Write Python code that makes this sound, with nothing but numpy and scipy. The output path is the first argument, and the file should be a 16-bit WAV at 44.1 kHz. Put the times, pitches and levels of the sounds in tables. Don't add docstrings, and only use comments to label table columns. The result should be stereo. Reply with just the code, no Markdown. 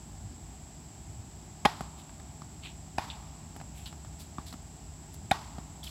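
import sys
import numpy as np
from scipy import signal
from scipy.fft import rfft, irfft, next_fast_len
from scipy.io import wavfile

SR = 44100
rng = np.random.default_rng(int(sys.argv[2]) if len(sys.argv) > 2 else 0)


def store_wav(level_fs):
    pcm = np.round(np.clip(np.atleast_2d(level_fs), -1, 1) * 32767)
    wavfile.write(sys.argv[1], SR, pcm.T.astype(np.int16))


N = 260190
TIME = np.arange(N) / SR
AGE = np.arange(SR) / SR
BRIEF = AGE[:SR // 4]
LEFT_RIGHT = np.array([[.5], [-.5]])


def from_db(db):
    return 10 ** (np.asarray(db) / 20)


def at_hz(points, hz):
    points = np.array(points)
    return np.interp(np.log(np.maximum(hz, 1)), np.log(points[:, 0]), points[:, 1])


def fade(t, t60):
    return (t >= 0) * np.exp(-np.log(1000) * np.maximum(t, 0) / t60)


# [f/Hz, side minus mid level/dB]
WIDTH = [(60, -39), (110, -42), (200, -29), (400, -15), (750, -8), (1300, -5), (2400, -7.5), (4400, -4.5),
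         (15000, 5)]


def noise(spectrum, size, side_db=0, tilt_db=0):
    length = next_fast_len(size)
    hz = np.maximum(np.fft.rfftfreq(length, 1 / SR), 1)
    gain = from_db(at_hz(spectrum, hz) + tilt_db * np.log2(hz))
    random_phase = np.exp(2j * np.pi * rng.random((2, len(hz))))
    mid, side = gain * random_phase
    side = side * from_db(at_hz(WIDTH, hz) + np.minimum(side_db, 0))
    pair = irfft(np.array([mid + side, mid - side]), length)[:, :size]
    return pair / np.sqrt(np.mean(pair ** 2))


def ring(t, modes):
    return sum(from_db(db) * fade(t, t60) * np.sin(2 * np.pi * hz * t) for hz, db, t60 in modes)


def puff(t, hz, spread=1.5):
    u = 2 * np.pi * hz * t
    return -np.sin(u) * np.exp(-(u / spread) ** 2 / 2)


def add(out, start_s, sound):
    i = max(int(round(start_s * SR)), 0)
    out[:, i:i + sound.shape[-1]] += sound[..., :max(N - i, 0)]


def wander(step_s):
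    return np.interp(TIME / step_s, np.arange(SR), rng.standard_normal(SR))


def flutter(depth_db, step_s):
    points = rng.standard_normal(len(AGE))
    return from_db(depth_db * np.interp(AGE / step_s, np.arange(len(AGE)), points))


# [f/Hz, level/dB per Hz]
RUMBLE = [(20, -59), (40, -11), (60, 3), (95, -1.5), (125, -7.5), (200, -8.5), (330, -15.5), (510, -25),
          (660, -19), (800, -17.5), (1200, -31.5), (2200, -40.5), (4500, -53.5), (16000, -65)]
# [f/Hz, level/dB per Hz]
HISS = [(1000, -12.5), (3000, -12.5), (4200, -13.5), (5100, -11), (6300, -13), (7000, -6.5), (7650, 2.5),
        (8050, -3.5), (8500, -18.5), (9100, -27), (10200, -21.5), (13000, -27.5), (16000, -34.5)]
# [t/s, level/dB]
HUM_LEVEL = [(0, -57), (1.8, -59.5), (3.6, -54), (5.9, -57)]
# [t/s, level/dB, f/Hz]
BUMPS = [(0.245, -25.5, 98), (1.091, -33.5, 95), (1.173, -29, 98)]
RUMBLE_DB, RUMBLE_WANDER_DB, RUMBLE_WANDER_S = -47, 0.03, .35


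def background(hiss_db=-53.0, hum_hz=152.5, waver_hz=1.59, waver_s=.31):
    low = from_db(RUMBLE_DB + RUMBLE_WANDER_DB * wander(RUMBLE_WANDER_S)) * noise(RUMBLE, N)
    pitch = hum_hz + waver_hz * wander(waver_s)
    hum = np.sqrt(2) * np.sin(2 * np.pi * np.cumsum(pitch) / SR)
    low += from_db(np.interp(TIME, *np.transpose(HUM_LEVEL))) * hum
    for s, db, hz in BUMPS:
        swell = np.minimum(np.abs(TIME - s) * hz, 1)
        low += from_db(db) * swell * ring(TIME - s, [(hz, 0, .09)])
    return low + from_db(hiss_db) * noise(HISS, N)


# [f/Hz, level/dB per Hz]
BREEZE = [(25, -35), (45, 7), (70, 5.5), (110, -13), (200, -13), (500, -26), (16000, -90)]


def breeze(left_db=-57.5, right_db=-66.0, gust_db=12.0, easing_s=1.2):
    gust = from_db(gust_db * np.exp(-TIME / easing_s))
    return gust * np.array([from_db(db) * noise(BREEZE, N)[0] for db in (left_db, right_db)])


# [f/Hz, level/dB per Hz]
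SCATTER = [(120, -7), (300, -8), (560, -5.5), (850, 6.5), (1200, -2.5), (1700, -6), (2800, -11.5),
           (5000, -11.5), (7500, -24), (9000, -30), (11000, -26.5), (16000, -43)]


def scatter(db, t60):
    onset = np.minimum(BRIEF / 0.0015, 1)
    return from_db(db) * onset * fade(BRIEF, t60) * noise(SCATTER, len(BRIEF))


# [t/s, time on the strings/s, thump level/dB, thump f/Hz,
#   crunch level/dB, crunch tilt/dB per octave, pop level/dB, pop f/Hz, pop 60 dB fade/s,
#   string level/dB, ground reflection lag/s, near scatter level/dB, fence echo level/dB before its loss]
STROKES = [(1.6506, 0.0049, -17.5, 221, -18.5, 0, -11.5, 821, 0.03, -46, 0.0048, -31, -26.5),
           (2.9805, .0034, -38, 340, -37, 2.5, -14, 743, 0.011, -61, 0.00107, -37.5, -17),
           (5.3108, .0045, -22.5, 209, -24.5, 3, -13, 790, 0.028, -40.5, 0.001264, -34.5, -37)]
# [f/Hz, 60 dB fade/s, serve level/dB, return level/dB, forehand level/dB]
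SNAP = [(910, 0.031, -32, -37, -34), (1470, 0.028, -33, -24, -25.5), (1790, .009, -26, -36, -32),
        (2423, 0.034, -29, -27, -44), (2760, 0.0082, -30, -42, -52), (3260, 0.01, -16.5, -53, -41),
        (3630, 0.03, -25.5, -45, -19.5), (4030, 0.013, -24, -33, -42), (4870, 0.0094, -25, -30.5, -41)]
# [f/Hz, level/dB, 60 dB fade/s]
STRINGS = [(1122, 7.5, 0.27), (1310, -16, 0.13), (1500, -10, 0.17), (1900, 11.5, 0.12), (3490, 9, 0.077),
           (4210, 6.5, 0.042), (6000, -6, .06)]
# [f/Hz, level/dB per Hz]
CRUNCH = [(200, -46), (520, 5.5), (900, 2), (1600, 2.5), (2500, -2), (3700, -12), (5500, -24.5),
          (7700, -16), (8900, -25), (10500, -19.5), (16000, -41)]
FENCE_DETOURS_M = [7.7, 15.2, 22.3, 36.5]
ECHO_LOSS_DB_PER_M, SOUND_M_PER_S = 0.7, 343
FAR_SCATTER_DB = -41.5


def racket_hit(k, crunch_t60):
    (_, dwell, thump_db, thump_hz, crunch_db, tilt_db,
     pop_db, pop_hz, pop_t60, string_db, *_) = STROKES[k]
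    released = BRIEF - dwell
    squash = np.minimum(5 * BRIEF / dwell, 1)
    contact = squash * fade(np.maximum(released, 0), crunch_t60)
    crushed_felt = noise(CRUNCH, len(BRIEF), side_db=-7.5, tilt_db=tilt_db)
    hit = from_db(crunch_db) * contact * crushed_felt
    hit += from_db(thump_db) * puff(BRIEF - 0.77 * dwell, thump_hz)
    snap = [(hz, levels[k], t60) for hz, t60, *levels in SNAP]
    hit -= ring(released, [(pop_hz, pop_db, pop_t60)] + snap)
    hit += from_db(string_db) * ring(released, STRINGS)
    return hit


def strokes(ground_db=-3.5, crunch_t60=0.019, near_t60=0.28, far_t60=0.65, far_build_s=0.034,
            far_tilt_db=1.5, fence_hz=700):
    out = np.zeros((2, N))
    high_pass = signal.butter(2, fence_hz, "high", fs=SR, output="sos")
    for k, (s, dwell, *_, lag, near_db, echo_db) in enumerate(STROKES):
        hit = racket_hit(k, crunch_t60)
        add(out, s, hit)
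        add(out, s + lag, from_db(ground_db) * hit)
        thin = signal.sosfilt(high_pass, hit)
        for detour in FENCE_DETOURS_M:
            add(out, s + detour / SOUND_M_PER_S, from_db(echo_db - ECHO_LOSS_DB_PER_M * detour) * thin)
        near = from_db(near_db) * fade(AGE - dwell, near_t60) * noise(SCATTER, len(AGE))
        far_shape = (1 - np.exp(-AGE / far_build_s)) * fade(AGE, far_t60)
        far = from_db(FAR_SCATTER_DB) * far_shape * noise(SCATTER, len(AGE), tilt_db=far_tilt_db)
        add(out, s, (near + far) * flutter(depth_db=2.0, step_s=0.00804))
    return out


# [f/Hz, level/dB per Hz]
LINGER = [(150, -10), (560, -9), (850, 5), (1250, -2), (1600, -15.5), (3500, -12), (5500, -16.5),
          (9000, -27), (16000, -42)]


def trees(linger_db=-48, build_s=0.03, linger_t60=1.78):
    out = np.zeros((2, N))
    shape = (1 - np.exp(-AGE / build_s)) * fade(AGE, linger_t60)
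    for s, *_ in STROKES:
        add(out, s, from_db(linger_db) * shape * noise(LINGER, len(AGE)))
    return out


# [f/Hz, level/dB per Hz]
TAP = [(300, -17), (800, 6.5), (1800, 1), (3500, -8), (5500, -6), (9000, -20), (16000, -28)]


def tap(db, t60=0.028):
    return from_db(db) * fade(BRIEF, t60) * noise(TAP, len(BRIEF), side_db=-9)


# [f/Hz, level/dB per Hz]
GRIT = [(2000, -4), (5000, -4), (7600, 9), (9000, 3), (11000, 4.5), (14000, -3), (16000, -9)]


def sand(db):
    return from_db(db) * noise(GRIT, len(BRIEF))


# [t/s, force level/dB, thud level/dB, sand level/dB]
STEPS = [(1.8081, -25.5, -26.5, -46.5), (2.093, -54, -54, -70), (2.199, -55, -53, -70),
         (3.5634, -36, -36, -47), (3.601, -46, -47, -67), (3.613, -40.5, -43, -68),
         (3.9272, -39.5, -59, -66), (4.048, -48, -48, -70), (4.527, -42, -39, -47),
         (4.539, -41.5, -30, -62), (5.583, -36, -29.5, -68)]
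# [f/Hz, level/dB, 60 dB fade/s]
SOLE = [(757, 1, 0.018), (1200, -3.5, 0.012), (1760, -22, 0.012), (3300, -14, 0.0045)]
THUD_HZ = 156
TAP_DB, TAP_FOLLOWS = -36.5, 0.2


def steps(grit_t60=0.043, scatter_db=-21, scatter_t60=0.22):
    out = np.zeros((2, N))
    onset = np.minimum(BRIEF / .001, 1)
    for s, force_db, thud_db, sand_db in STEPS:
        clap = from_db(force_db) * ring(BRIEF, SOLE)
        slap = tap(TAP_DB + TAP_FOLLOWS * force_db) + clap + scatter(force_db + scatter_db, scatter_t60)
        crunch = fade(BRIEF, grit_t60) * sand(sand_db)
        thud = from_db(thud_db) * puff(BRIEF - .004, THUD_HZ)
        add(out, s, slap + onset * (crunch - thud))
    return out


# [t/s, rise/s, fall to 1/e/s, rasp level/dB, rasp f/Hz, sand level/dB]
SCUFFS = [(1.969, .027, .035, -57, 3400, -63), (2.62, 0.039, 0.03, -43.5, 3120, -60.5),
          (3.1004, .0014, 0.027, -44.5, 3280, -69), (3.74, 0.04, 0.076, -56.5, 3120, -56.5),
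          (3.857, .0015, 0.021, -42, 3580, -50.5), (4.185, 0.023, 0.025, -50, 4250, -48.5),
          (4.456, 0.02, .035, -49, 4270, -52), (4.525, 0.0035, 0.0028, -41.5, 3470, -60),
          (5.131, .013, .008, -60, 4000, -48), (5.829, 0.011, 0.082, -46.5, 4050, -48.5)]
# [multiple of the rasp f, level/dB per Hz]
RASP = [(.15, -14), (.55, -13), (.8, -1.5), (1.1, -1.5), (1.35, -7.5), (1.6, -19), (3.5, -45)]
SLIP_DB, SLIP_S = 3, .0012
BITE_SHARP, BITE_S = 0.149, 0.0101


def scuffs():
    out = np.zeros((2, N))
    slid = BRIEF + BITE_SHARP * BITE_S * (1 - np.exp(-BRIEF / BITE_S))
    for s, rise, fall, rasp_db, rasp_hz, sand_db in SCUFFS:
        pressure = np.minimum(BRIEF / rise, 1) * np.exp(-np.maximum(BRIEF - rise, 0) / fall)
        slips = flutter(depth_db=SLIP_DB, step_s=SLIP_S)[:len(BRIEF)]
        spectrum = [(rasp_hz * ratio, db) for ratio, db in RASP]
        surface = noise(spectrum, len(BRIEF), side_db=-10.0)
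        rasp = from_db(rasp_db) * np.array([np.interp(slid, BRIEF, channel) for channel in surface])
        add(out, s, pressure * slips * (rasp + sand(sand_db)))
    return out


# [t/s, thump level/dB, ring level/dB, felt tick level/dB]
BOUNCES = [(2.4187, -34, -39, -43), (4.3838, -23.5, -26.5, -47)]
# [f/Hz, level/dB, 60 dB fade/s]
BALL = [(1040, -15, 0.035), (1163, -1, 0.022), (1640, -23.5, 0.0038), (2390, -19, .008),
        (3470, -17, 0.0085)]


def bounces(thump_hz=210, thump_t60=0.02, scatter_db=-24, scatter_t60=0.33):
    out = np.zeros((2, N))
    onset = np.minimum(BRIEF / 0.004, 1)
    for s, thump_db, ring_db, tick_db in BOUNCES:
        thump = onset * ring(BRIEF - .002, [(thump_hz, thump_db, thump_t60)])
        hollow = from_db(ring_db) * ring(BRIEF, BALL)
        wash = scatter(ring_db + scatter_db, scatter_t60)
        add(out, s, tap(tick_db) + wash - hollow - thump)
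    return out


# [t/s, length/s, start f/Hz, level/dB]
SQUEAKS = [(3.1, 0.0044, 4420, -31), (3.854, 0.019, 4415, -41), (5.829, 0.0082, 4070, -39),
           (5.864, 0.019, 3560, -38.5)]
SQUEAK_SAG = 0.211


def squeaks(wobble_db=1.06):
    out = np.zeros((2, N))
    for s, length, start_hz, db in SQUEAKS:
        progress = np.minimum(AGE / length, 1)
        wobble = flutter(depth_db=wobble_db, step_s=0.00129)
        pitch = start_hz * (1 - SQUEAK_SAG * progress) * wobble
        swell = np.sin(np.pi * progress) ** 2
        add(out, s, from_db(db) * swell * np.sin(2 * np.pi * np.cumsum(pitch) / SR))
    return out


def scene(background_pan_db=1.25):
    around = from_db(background_pan_db * LEFT_RIGHT) * background()
    play = strokes() + steps() + scuffs() + bounces() + squeaks()
    return around + breeze() + play + trees()


# [f/Hz, left minus right level/dB]
MIC_BALANCE = [(60, -1), (250, -1), (800, 0.3), (1200, 0), (2400, 0), (3600, 1.5), (5100, 7.5), (6600, 1),
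               (7700, 2.5), (10000, -3.5), (13000, -1), (16000, -3)]
CUTOFF_HZ = 15900


def record(dry, left_lag_s=.00003, notch_hz=510, notch_q=5.2, notch_db=-10, low_cut_hz=42):
    length = next_fast_len(N + SR // 10)
    hz = np.fft.rfftfreq(length, 1 / SR)
    colour = from_db(at_hz(MIC_BALANCE, hz) * LEFT_RIGHT)
    delay = np.exp(-2j * np.pi * hz * left_lag_s * np.array([[1], [0]]))
    heard = irfft(rfft(dry, length) * colour * delay, length)[:, :N]
    notched = signal.lfilter(*signal.iirnotch(notch_hz, notch_q, fs=SR), heard)
    heard = notched + from_db(notch_db) * (heard - notched)
    heard = signal.sosfilt(signal.butter(4, low_cut_hz, "high", fs=SR, output="sos"), heard)
    return signal.sosfilt(signal.ellip(10, .2, 70, CUTOFF_HZ, fs=SR, output="sos"), heard)


dry = scene()
out = record(dry)
store_wav(out)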